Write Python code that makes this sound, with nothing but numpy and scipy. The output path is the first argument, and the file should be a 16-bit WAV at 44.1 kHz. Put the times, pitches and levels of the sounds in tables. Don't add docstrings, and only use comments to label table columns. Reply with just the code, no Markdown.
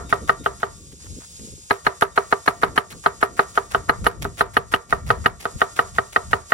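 import sys
import numpy as np
from scipy import signal
from scipy.fft import rfft, irfft, next_fast_len
from scipy.io import wavfile
from scipy.ndimage import uniform_filter1d

SR = 44100
rng = np.random.default_rng(int(sys.argv[2]) if len(sys.argv) > 2 else 0)


def wav_out(sig):
    wavfile.write(sys.argv[1], SR, np.round(np.clip(np.atleast_2d(sig).T, -1, 1) * 32767).astype(np.int16))


def voltage_ratio(level):
    return 10 ** (np.asarray(level, float) / 20)


N = 287973

# board contact in seconds, blow in dB, cut from skin to board in seconds,
# place in dB (brighter towards the stiff end), bite of the edge in dB.
FIRST_BULB_STROKES = [(-0.043, 3.5, 0.023, -1.5, 4.5), (0.1254, 3.5, 0.036, 0, -3), (0.294, 1, 0.021, 3, 0),
                      (0.4607, 0.5, 0.028, -1.5, -12), (0.6308, -1.5, 0.036, 6, -11.5)]
SECOND_BULB_STROKES = [(1.7075, 1.5, 0.0091, -3, 4), (1.866, 2.5, 0.019, -15, 1), (2.022, 0, 0.014, 0, 10.5),
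                       (2.1761, 3, 0.021, -24, -6.5), (2.3249, 0.5, 0.021, 11, -1.5),
                       (2.4775, 2, 0.021, 4, 1.5), (2.6325, 2, 0.019, -4, 1.5),
                       (2.7763, -0.5, 0.02, -20, 7.5), (2.926, -22, 0.026, 19, -15),
                       (3.0616, 0.5, 0.027, -8, 3), (3.2278, 1, 0.024, -7, 4.5), (3.393, 3.5, 0.027, -9, -4),
                       (3.576, 1, 0.037, -26, -0.5), (3.7467, 1, 0.045, -4, 0), (3.8925, 3, 0.011, -1, -0.5),
                       (4.0659, 1, 0.026, -18, 8.5), (4.2495, -8.5, 0.034, -13, -9),
                       (4.408, 2, 0.038, -19, 6), (4.5667, 0.5, 0.034, -1, 2.5), (4.738, 0, 0.025, 13, 4.5),
                     (4.9257, 1.5, 0.036, 5, -9), (5.1018, 5, 0.041, -2, -1.5),
                     (5.2592, -1, 0.0223, 9, 11.5), (5.4548, -2.5, 0.063, -2, -4),
                     (5.6164, 3, 0.034, 3, -1.5), (5.7916, 3, 0.036, -14, -1.5),
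                     (5.9841, 0, 0.042, -8, -0.5), (6.1602, 1.5, 0.041, 11, -1.5),
                     (6.3332, 2.5, 0.027, 13, -2), (6.5203, 2.5, 0.032, 7, -1)]
STROKES = FIRST_BULB_STROKES + SECOND_BULB_STROKES
# time in seconds, extra crack in dB, extra zing in dB, extra creak in dB.
ODD_STROKES = [(.126, -1, -1, -6), (.461, 10, 7, -13), (.631, 3.5, -13, -1), (2.632, 4, 3, 8.5),
               (3.747, 3, -3, 6), (1.707, -5, 1.5, -11), (2.176, 5, 2.5, -4), (2.477, -7, 5, 4.5),
               (2.777, 10, 6, -0.5), (3.061, 2, 0, 7.5), (3.228, -4, 5.5, 5), (3.893, -4, 5.5, 2),
               (4.066, 1.5, 7.5, 4.5), (4.25, 2, -1, -2), (4.567, 9, 9, -2), (4.738, 12, 1.5, 9),
               (4.926, -11, 0, -1), (5.259, -2, -2, 8), (5.616, 3, 2, 0)]
# time in seconds, blow in dB, steps along the board, steps of edge
SPOTS = [(0.1258, -0.5, -1, -0.1), (0.2939, -0.3, -0.7, 0.5), (0.4606, -4, -0.5, -1.3),
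         (0.6304, -6.5, -1.1, -1), (1.7078, -2.7, 3.5, 0.5), (1.8661, -0.1, 1.3, 1.5), (2.0218, 1, 1, -0.1),
         (2.176, 0.9, 0.9, -0.2), (2.325, 0.8, 1.0, 0.5), (2.4774, 0, 2, 1.8), (2.6326, 0.3, 1.0, 0),
         (2.7768, -0.1, 0.9, 2.3), (3.0606, 1, 0.5, -0.5), (3.2275, 0, 1, 0.03), (3.3926, 1, 0.7, 0),
         (3.575, -0.7, 0.1, -0.8), (3.7468, -1.5, -0.3, -1.7), (3.894, 0, 0.84, 1.8),
         (4.0651, 0.5, 0.3, 0.9), (4.25, -13, 1, -3), (4.408, 0.5, 0.1, 0), (4.5674, 0.5, 0.5, 1.7),
         (4.7376, -0.9, -0.6, 2), (4.9255, -1.5, -0.8, 0.04), (5.1029, 0.5, -0.56, 0),
         (5.2591, 0.5, -0.1, 2.5), (5.4537, -8.5, -0.5, -0.9), (5.6161, -0.2, -1.2, 0.2),
         (5.7905, 0.0, -0.56, 0.3), (5.9838, -2, -1.5, 0.3), (6.161, -1, -1.4, 1.4),
         (6.331, -0.5, -0.4, 1.5),
         (-.043, 2, -0.62, 0.16), (2.926, -38, 1, 0.063), (6.5203, -1, -1.9, 0.67)]
# hardness in dB per octave, thud of the table in dB.
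LANDINGS = [(3, -1), (-0.5, 4), (1, -1.5), (-0.5, -7), (-1, -19), (-1, 3), (1, -6), (-1, 4), (0., -5),
            (-0.5, 0.), (0., 0.), (0., -3), (-0.4, 2), (13, 12), (0.5, 4), (0., -13), (0., -7), (0.5, -14),
            (0., -15), (0., 8.5), (0., -3), (-4., 4), (1, -15), (0., 8), (-1.5, 2), (0., -9), (1, 3),
            (0., 9), (-2, -9), (0., 0.), (1.5, -1), (0., -4), (0., 4), (0.5, 0.), (-0.5, -5)]

# frequency in Hz, T60 in seconds, signed strength at the left port, at the right.
BOARD_MODES = [(179.0, 0.046, 0.055, 0.036), (272.0, 0.041, -0.047, -0.086), (393.0, 0.12, -0.075, -0.135),
               (427.0, 0.025, 0.32, 0.28), (447.0, 0.14, -0.015, -0.035), (644.0, 0.068, 0.205, -0.09),
               (698.0, 0.032, -0.3, -0.251), (745.0, 0.052, 0.032, 0.138), (825.0, 0.027, -0.24, -0.193),
               (894.0, 0.031, 0.174, 0.187), (980.0, 0.073, 0.005, -0.13), (1090.0, 0.04, 0.02, -0.265),
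               (1141.0, 0.025, 0.22, 0.262), (1227.0, 0.038, -0.154, -0.541), (1271.0, 0.04, 0.685, 0.068),
               (1335.0, 0.067, -0.115, 0.168), (1398.0, 0.025, 0.14, 0.632), (1487.0, 0.025, 0.028, 0.248),
               (1547.0, 0.045, -0.102, -0.155), (1630.0, 0.03, 0.006, 0.038), (1706.0, 0.028, 0.197, -0.28),
               (1820.0, 0.038, -0.112, 0.099), (1872.0, 0.025, -0.244, -0.356),
               (1988.0, 0.04, -0.008, -0.042), (2080.0, 0.035, -0.025, -0.03),
               (2170.0, 0.035, -0.024, -0.032), (2260.0, 0.035, 0.008, -0.001),
               (2470.0, 0.03, -0.044, 0.015), (2560.0, 0.03, 0.021, -0.003), (2740.0, 0.03, 0.02, 0.023),
               (2877.0, 0.03, 0.049, 0.007), (3074.0, 0.033, 0.0, -0.008), (3220.0, 0.03, 0.014, 0.012),
               (3560.0, 0.03, 0.029, -0.007), (3680.0, 0.03, 0.024, -0.016), (4120.0, 0.03, 0.032, -0.002),
               (4270.0, 0.03, -0.016, -0.013)]
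# frequency in Hz, left and right per step along the board,
# left and right per step of edge tilt.
MODE_SHIFTS = [(179.0, 0.005, 0.009, 0.006, 0.007), (272.0, -0.012, -0.007, -0.011, -0.008),
               (393.0, -0.006, -0.017, 0.015, 0.021), (427.0, 0.033, 0.082, -0.024, -0.032),
               (447.0, -0.004, -0.01, 0.002, 0.004), (644.0, -0.008, 0.029, -0.028, -0.013),
               (698.0, 0.034, -0.03, 0.038, 0.037), (745.0, 0.012, 0.013, 0.003, 0.004),
               (825.0, -0.076, 0.07, 0.018, 0.001), (894.0, 0.088, 0.056, -0.008, -0.012),
               (980.0, -0.009, -0.026, 0.003, -0.001), (1090.0, 0.015, 0.051, 0.022, 0.002),
               (1141.0, -0.015, 0.108, -0.036, -0.03), (1227.0, 0.067, -0.014, -0.001, -0.006),
               (1271.0, -0.018, 0.089, -0.026, -0.006), (1335.0, -0.041, -0.012, -0.001, -0.003),
               (1398.0, 0.073, -0.081, -0.02, -0.069), (1487.0, 0.053, 0.05, 0.033, 0.036),
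               (1547.0, 0.006, 0.037, 0.019, 0.007), (1630.0, 0.097, 0.157, 0.033, 0.088),
               (1706.0, 0.097, -0.14, 0.074, -0.062), (1820.0, 0.039, -0.043, -0.044, 0.023),
               (1872.0, 0.117, 0.209, -0.113, -0.099), (1988.0, -0.02, -0.017, -0.01, -0.012),
               (2080.0, -0.063, 0.031, -0.01, -0.012), (2170.0, -0.039, 0.013, -0.012, -0.018),
               (2260.0, 0.025, 0.016, 0.006, -0.012), (2470.0, -0.025, 0.015, -0.022, 0.007),
               (2560.0, 0.005, -0.017, 0.002, 0.016), (2740.0, -0.019, 0.017, 0.007, 0.032),
               (2877.0, 0.001, 0.014, 0.083, 0.034), (3074.0, 0.005, 0.01, -0.01, -0.004),
               (3220.0, -0.004, 0.004, -0.002, -0.026), (3560.0, -0.01, 0.005, -0.012, 0.001),
               (3680.0, -0.016, 0.01, -0.01, 0.007), (4120.0, 0.032, 0.004, 0.012, -0.005),
               (4270.0, -0.006, -0.01, -0.011, -0.008)]
FRAME_HZ = [615, 697, 903, 990, 1182, 1290, 1820]
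PLANKS_HZ = [385, 470, 1135, 1170, 1385, 1425, 1690, 1865, 2000, 2285]
# T60 in seconds, level in dB.
TABLE_RINGING = [(.18, -50.5), (0.44, -49), (0.23, -48.5), (0.078, -51), (0.19, -33), (0.21, -39),
                 (0.17, -44.5), (0.25, -42.5), (0.15, -33.5), (0.68, -57), (0.7, -50), (0.57, -50),
                 (0.28, -47.5), (0.27, -50), (0.42, -49.5), (0.35, -56.5), (.4, -58.5)]
# frequency in Hz, density in dB per Hz.
ECHO_SPECTRUM = [(150, -56.5), (250, -15), (393, -5.5), (572, -2), (887, -3.5), (1010, -7), (1200, -2),
                 (2770, -21), (5000, -22.5), (6500, -76), (11000, -120)]

# time in seconds, level in dB.
BREEZE = [(0, -41.5), (.5, -44), (.9, -46.5), (1.6, -59.5), (2.2, -50), (2.7, -54), (3.4, -48.5),
          (4.1, -45), (4.8, -61), (5.2, -42.5), (5.8, -52), (6.53, -51.5)]
# height in seconds, rumble in dB, width in seconds, flutter in dB.
GUSTS = [(.03, -63, 0.098, -47.5), (.24, -44, 0.024, -33.5), (0.412, -38, 0.013, -41.5),
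         (1.118, -38, 0.045, -53), (1.48, -44.5, 0.13, -75), (1.87, -39.5, 0.022, -73),
         (2.492, -55, 0.0054, -32), (2.68, -42.5, 0.079, -40), (2.959, -48.5, 0.048, -48),
         (3.24, -56, 0.093, -58), (3.36, -69, 0.068, -50), (3.78, -37, 0.044, -54), (3.89, -36, 0.012, -43),
         (4.03, -29.5, 0.053, -47), (4.249, -33.5, 0.07, -41.5), (4.43, -40, 0.023, -59),
         (4.58, -45, 0.19, -62), (4.748, -42, 0.024, -43), (4.95, -34, 0.038, -40),
         (5.079, -30, 0.058, -53), (5.24, -36.5, 0.065, -50), (5.561, -31, 0.017, -52),
         (5.88, -47, 0.11, -84), (5.97, -41, 0.028, -73), (6.32, -36, 0.062, -69)]
# start in seconds, level in dB, length in seconds.
BUFFETS = [(0.927, -45, 0.017), (1.038, -53, 0.039), (1.097, -56, 0.018), (1.121, -40.5, 0.011),
           (1.163, -46, 0.026), (1.392, -46.5, 0.064), (1.47, -42.5, 0.027), (1.522, -43, 0.019),
           (1.577, -45, 0.024)]

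# time in seconds, level in dB.
CICADA_LEVELS = [(0, -47.5), (.82, -53.5), (1.2, -50), (1.55, -51), (2, -47), (3.6, -48.5), (4.5, -51.5),
                 (5.1, -53), (5.7, -47), (6.53, -51)]
# frequency in Hz, density in dB per Hz.
CICADA_SPECTRUM = [(290, -52), (500, -8.5), (620, -16), (1920, -19.5), (2520, -15), (3210, -14.5),
                   (3520, -12.5), (4260, -8), (4740, -6.5), (5800, -7.5), (7000, 1), (8570, -9), (9250, -9),
                   (9400, -18.5), (9550, -9.5), (12500, -21.5), (16200, -54), (22000, -120)]
CICADA_TOP_SPECTRUM = [(12700, -22), (14000, -22.5), (14500, -48), (14700, -87.5)]
# start in seconds, end in seconds, level in dB.
CHIRPS = [
    (0.057, 0.13, -56),
    (0.228, .285, -57),
    (0.387, .445, -57),
    (2.11, 2.165, -61),
]

# extra crunch in dB, crunch change from skin to board in dB.
JUICY_CUTS = [(3.5, -3), (4, -0.5), (-2.5, 5), (-2.5, 1.5), (6, -13), (-4, 10.5), (0, 6), (-0.5, 1),
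              (-3, 4), (0., 2), (-1, 3.5), (2, -5), (-1, -2), (-4, 4), (-0.5, 2), (0.5, -4.5), (-2.5, 0),
              (-3.5, 1.5), (-11, 13.5), (1.5, 2), (3, -5.5), (-2, 5), (-3, -3.5), (2.5, 3), (-3.5, 4),
              (-2, 1.5), (0, -12), (-6, 2), (-1.5, 1.5), (-1.5, 2), (-8, 6), (-5.5, 4), (-4, 5),
              (-7.5, 7.5)]
# frequency in Hz, density in dB per Hz.
CRUNCH_SPECTRUM = [(300, -12.5), (730, -7.5), (1230, -25), (2100, -7.5), (6000, -14), (12500, -17),
                   (14000, -21), (14400, -62)]
# frequency in Hz, density in dB per Hz.
AIR_SPECTRUM = [(14000, -37), (14500, -5), (15200, -18), (15800, -8.5), (16100, -35)]
# frequency in Hz, density in dB per Hz.
BLADE_SPECTRUM = [(8000, -22), (10000, -10), (10300, 0), (10650, -10), (11000, -8), (11250, 3), (11550, -8),
                  (12500, -10), (12700, -50)]
# start in seconds, level in dB, length in seconds, brightness in dB.
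TOUCHES = [(0.914, -59, 0.011, 14), (0.99, -60.5, 0.072, 0.5), (1.057, -52, 0.012, -5),
           (1.198, -51, 0.051, -1), (1.335, -81, 0.015, 14), (1.39, -58, 0.017, 6.5)]

# frequency in Hz, lag of the left in half turns, likeness from 0 to
LEFT_RIGHT_PHASE = [(1500, -1, .2), (3000, 0, .6), (4300, 1, .9), (5500, 2, .9), (7000, 3, .6), (9000, 4, .7),
                    (9500, 3.3, .7), (10200, 3.8, .95), (10300, 4, 1), (11800, 4, 1), (11950, 4.5, 1), (12450, 4.6, 1),
                    (12550, 5, 1), (14500, 5, 1), (14600, 6, 1), (20000, 6, 1)]


def colour(x, points):
    hz, db = np.transpose(points)
    size = next_fast_len(N)
    bins_hz = np.arange(size // 2 + 1) * SR / size
    gain = voltage_ratio(np.interp(np.log(bins_hz + 1), np.log(hz), db, -150, -150))
    y = irfft(rfft(x, size) * gain, size)[..., :N]
    return y / np.sqrt(np.mean(y ** 2))


def pair(likeness):
    mid, side = rng.standard_normal((2, N))
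    signs = np.array([[1], [-1]])
    return (np.sqrt(1 + likeness) * mid + np.sqrt(1 - likeness) * side * signs) / np.sqrt(2)


def phased_pair(scatter):
    hz, half_turns, likeness = np.transpose(LEFT_RIGHT_PHASE)
    f = np.arange(N // 2 + 1) * SR / N
    alike = np.interp(f, hz, likeness) ** scatter
    turn = np.exp(-1j * np.pi * np.interp(f, hz, half_turns))
    shared, left, right = rfft(rng.standard_normal((3, N)))
    common = np.sqrt(alike) * shared * np.array([turn, np.ones_like(turn)])
    return irfft(common + np.sqrt(1 - alike) * np.array([left, right]), N)


def walk(rate_hz):
    k = int(SR / rate_hz)
    held = np.repeat(rng.standard_normal(N // k + 1), k)
    return uniform_filter1d(uniform_filter1d(held, k), k)[:N]


def gate(start_s, end_s, attack_s, release_s):
    t = np.arange(N) / SR
    return np.clip((t - start_s) / attack_s, 0, 1) * np.exp(-np.clip(t - end_s, 0, None) / release_s)


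def level_curve(table):
    s, db = np.transpose(table)
    return np.interp(np.arange(N) / SR, s, db)


def ring(t, hz, t60_s, strength, lead=0, sway=1):
    decay = voltage_ratio(-60 * t / t60_s[:, None])
    return strength @ (sway * decay * np.sin(2 * np.pi * hz[:, None] * t + lead))


def add(out, s, sound):
    i = int(s * SR)
    out[..., max(i, 0):i + sound.shape[-1]] += sound[..., max(-i, 0):N - i]


def odd(s):
    return next((extra for at, *extra in ODD_STROKES if abs(at - s) < .02), (0, 0, 0))


def knocks():
    out, t = np.zeros((2, N)), np.arange(SR // 3) / SR
    hz, t60_s, *usual = np.transpose(BOARD_MODES)
    per_step, per_tilt = np.transpose(MODE_SHIFTS)[1:].reshape(2, 2, -1)
    table_hz = np.array(FRAME_HZ + PLANKS_HZ)
    table_t60_s, table_db = np.transpose(TABLE_RINGING)
    modes = len(table_hz)
    splinter = colour(pair(0.62), [(1500, -4.5), (2200, -8.5), (3100, 4), (3500, -13), (4500, -55)])
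    tick = colour(pair(0.32), [(3000, -39.5), (3600, 2.0), (4200, -7.5), (4600, -4.0), (7000, -59.0)])
    sway = voltage_ratio(3.5 * walk(30))
    sway_index = np.arange(len(t)) + SR // 3 * np.arange(modes)[:, None]
    chance = rng.standard_normal((len(STROKES), 2, len(BOARD_MODES)))
    spots = sorted(SPOTS)
    for stroke, spot, (swing, detune), (hard_db, _) in zip(STROKES, spots, chance, LANDINGS):
        s, db, _, place_db, bite_db = stroke
        at, blow_db, step, tilt = spot
        i = int(s * SR)

        mode_db = blow_db - db + hard_db * np.log2(hz / 1100) + 0.92 * swing + 1.2 * (hz > 2000)
        mode_db = mode_db + 0.51 * (bite_db - 13.0) * ((hz > 2600) & (hz < 3400))
        strength = (usual + step * per_step + tilt * per_tilt) * voltage_ratio(mode_db)
        board = ring(t, hz * (1 + 0.0032 * detune), t60_s, strength)

        hands = sway[(i + sway_index) % N]
        detuned_hz = table_hz * (1 + 0.0043 * detune[:modes])
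        table_strength = voltage_ratio(table_db + 1.5 * swing[:modes])
        table = np.array([ring(t, detuned_hz, table_t60_s, table_strength, lead, hands)
                          for lead in (.5, -.5)])

        crack_db = 0.12 * place_db + 0.64 * bite_db + odd(s)[0]
        tick_db = 0.67 * bite_db - 3.5
        crack = splinter * voltage_ratio(crack_db) + tick * voltage_ratio(tick_db)
        crack = np.roll(crack, -i, axis=1)[:, :len(t)] * voltage_ratio(-29 - 60 * t / 0.039)

        spread = 1 - np.exp(-t / .00092)
        add(out, at, (board + table + crack) * spread * voltage_ratio(db + 1.5))
    return out


def echoes():
    t, swell, out = np.arange(SR // 3) / SR, np.zeros(N), np.zeros((2, N))
    t60_s, lag_s = 0.26, 0.0049
    tail = voltage_ratio(-30 - 60 * t / t60_s) * (1 - np.exp(-(t / lag_s) ** 2))
    noise = colour(pair(0.04), ECHO_SPECTRUM)
    peaks = sum(signal.lfilter(*signal.iirpeak(hz, hz / 35, SR), noise)
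                for hz in FRAME_HZ + PLANKS_HZ[:2])
    noise = noise + 2.5 * peaks
    for s, db, *_ in STROKES:
        add(swell, s, voltage_ratio(db - 9) * tail)
        add(out, s, voltage_ratio(db - 7.0) * tail * noise[:, :len(t)])
    return out + swell * noise


def wind():
    t, breeze_db = np.arange(N) / SR, level_curve(BREEZE)
    rumble = colour(pair(0.58) * voltage_ratio(0.91 * walk(34)),
                    [(15, -36.0), (35, -5.0), (70, 3.0), (120, -2.5), (200, -9.5), (400, -39.0)])
    flutter = colour(pair(.8) * voltage_ratio(3.5 * walk(45)),
                     [(80, -33), (170, -6.5), (300, -8.5), (500, -13.5), (700, -35.0), (1200, -55.0)])
    rumble_gain, flutter_gain = voltage_ratio(breeze_db), voltage_ratio(breeze_db - 9.5)
    for s, rumble_db, width_s, flutter_db in GUSTS:
        swell = np.exp(-((t - s) / width_s) ** 2)
        rumble_gain = rumble_gain + voltage_ratio(rumble_db) * swell
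        flutter_gain = flutter_gain + voltage_ratio(flutter_db) * swell
    for s, db, length_s in BUFFETS:
        flutter_gain = flutter_gain + voltage_ratio(db) * gate(s, s + length_s, 0.0043, 0.004)
    shake = sum(voltage_ratio(-34 + db + shake_db) * gate(s, s, 0.0015, 0.013)
                for (s, db, *_), (_, shake_db) in zip(STROKES, LANDINGS))
    thud = colour(rumble, [(40, -31.5), (100, 8.5), (200, 8.0), (400, -9.5)]) * shake
    return rumble * rumble_gain * voltage_ratio([[1.3], [-1.3]]) + flutter * flutter_gain + thud


def insects():
    level_db = level_curve(CICADA_LEVELS)
    for s, db, *_, bite_db in STROKES:
        duck_db = max(3.5 + 0.72 * bite_db, 0) * voltage_ratio(db)
        level_db = level_db - duck_db * gate(s, s, 0.0019, 0.23)
    chorus = colour(phased_pair(0.98), CICADA_SPECTRUM[:-2] + CICADA_TOP_SPECTRUM) * voltage_ratio(1.7 * walk(42))
    patches = np.zeros((2, N))
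    for hz in (14700, 15200, 15700):
        band = colour(pair(1), [(hz - 260, -40), (hz - 200, 0), (hz + 200, 0), (hz + 260, -40)])
        patches += voltage_ratio(-29) * band * np.clip(6 * walk(24) - 3.5, 0, 1)
    singer = colour(pair(0.0), [(3300, 0.0), (3500, -6), (3600, 15), (3800, -40.5)])
    singer = singer * voltage_ratio([[-26], [-18]])
    chirp_hz = 3690
    cricket = colour(pair(1.0), [(chirp_hz - 80, -30), (chirp_hz, 0), (chirp_hz + 80, -30)])
    chirps = sum(voltage_ratio(db) * gate(start, end, 0.0029, 0.0039) for start, end, db in CHIRPS)
    return (chorus + patches + singer) * voltage_ratio(level_db + 6.5) + cricket * chirps


def crunch():
    out = np.zeros((2, N))
    grains = phased_pair(2.5) * voltage_ratio(1.5 * walk(90) + 3 * walk(300) + 5 * walk(1500))
    juice = colour(grains, CRUNCH_SPECTRUM) + voltage_ratio(-20.0) * colour(grains, AIR_SPECTRUM)
    fibre = colour(grains, [(300, -11.5), (700, -4), (1280, 5.0), (1900, -3.0), (3000, -36)])
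    steel = colour(phased_pair(3.0), BLADE_SPECTRUM)
    for (end, blow_db, cut_s, place_db, bite_db), (juicy_db, fade_db) in zip(STROKES[1:], JUICY_CUTS):
        start = end - cut_s
        depth = np.clip((np.arange(N) / SR - end) / cut_s + 1, 0, 1)
        speed_db = 20 * np.log10(.025 / cut_s)
        _, odd_zing_db, odd_creak_db = odd(end)

        crunch_db = -38 + juicy_db + 0.047 * speed_db - 5 * (end < 1)
        skin = voltage_ratio(-29.5) * gate(start, start, 0.00093, 0.0055)
        flesh = voltage_ratio(fade_db * depth) * gate(start, end, 0.24 * cut_s, 0.0066)
        squash = voltage_ratio(-1 + blow_db) * gate(end, end + 0.0036, 0.012, 0.02)
        out += voltage_ratio(crunch_db) * juice * (skin + flesh + squash)

        creak_db = -34 + 1.5 * speed_db + 0.44 * blow_db - 0.19 * place_db + 0.29 * juicy_db
        out += voltage_ratio(creak_db + odd_creak_db) * fibre * gate(start, end, cut_s, 0.022)

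        zing_db = -35.5 + bite_db + blow_db + odd_zing_db
        out += voltage_ratio(zing_db) * steel * gate(end, end + 0.0024, 0.015, 0.006)
    for s, db, length_s, bright_db in TOUCHES:
        out += voltage_ratio(db) * gate(s, s + length_s, 0.0097, 0.005) * (fibre + voltage_ratio(bright_db) * juice)
    return out


def scene():
    return knocks() + echoes() + wind() + insects() + crunch()


def low_pass(x):
    return signal.sosfilt(signal.butter(12, 16500, fs=SR, output="sos"), x)


def record(dry):
    limited = dry / (1 + np.abs(dry / .97) ** 5) ** .2
    return low_pass(limited)


dry = scene()
out = record(dry)
wav_out(out)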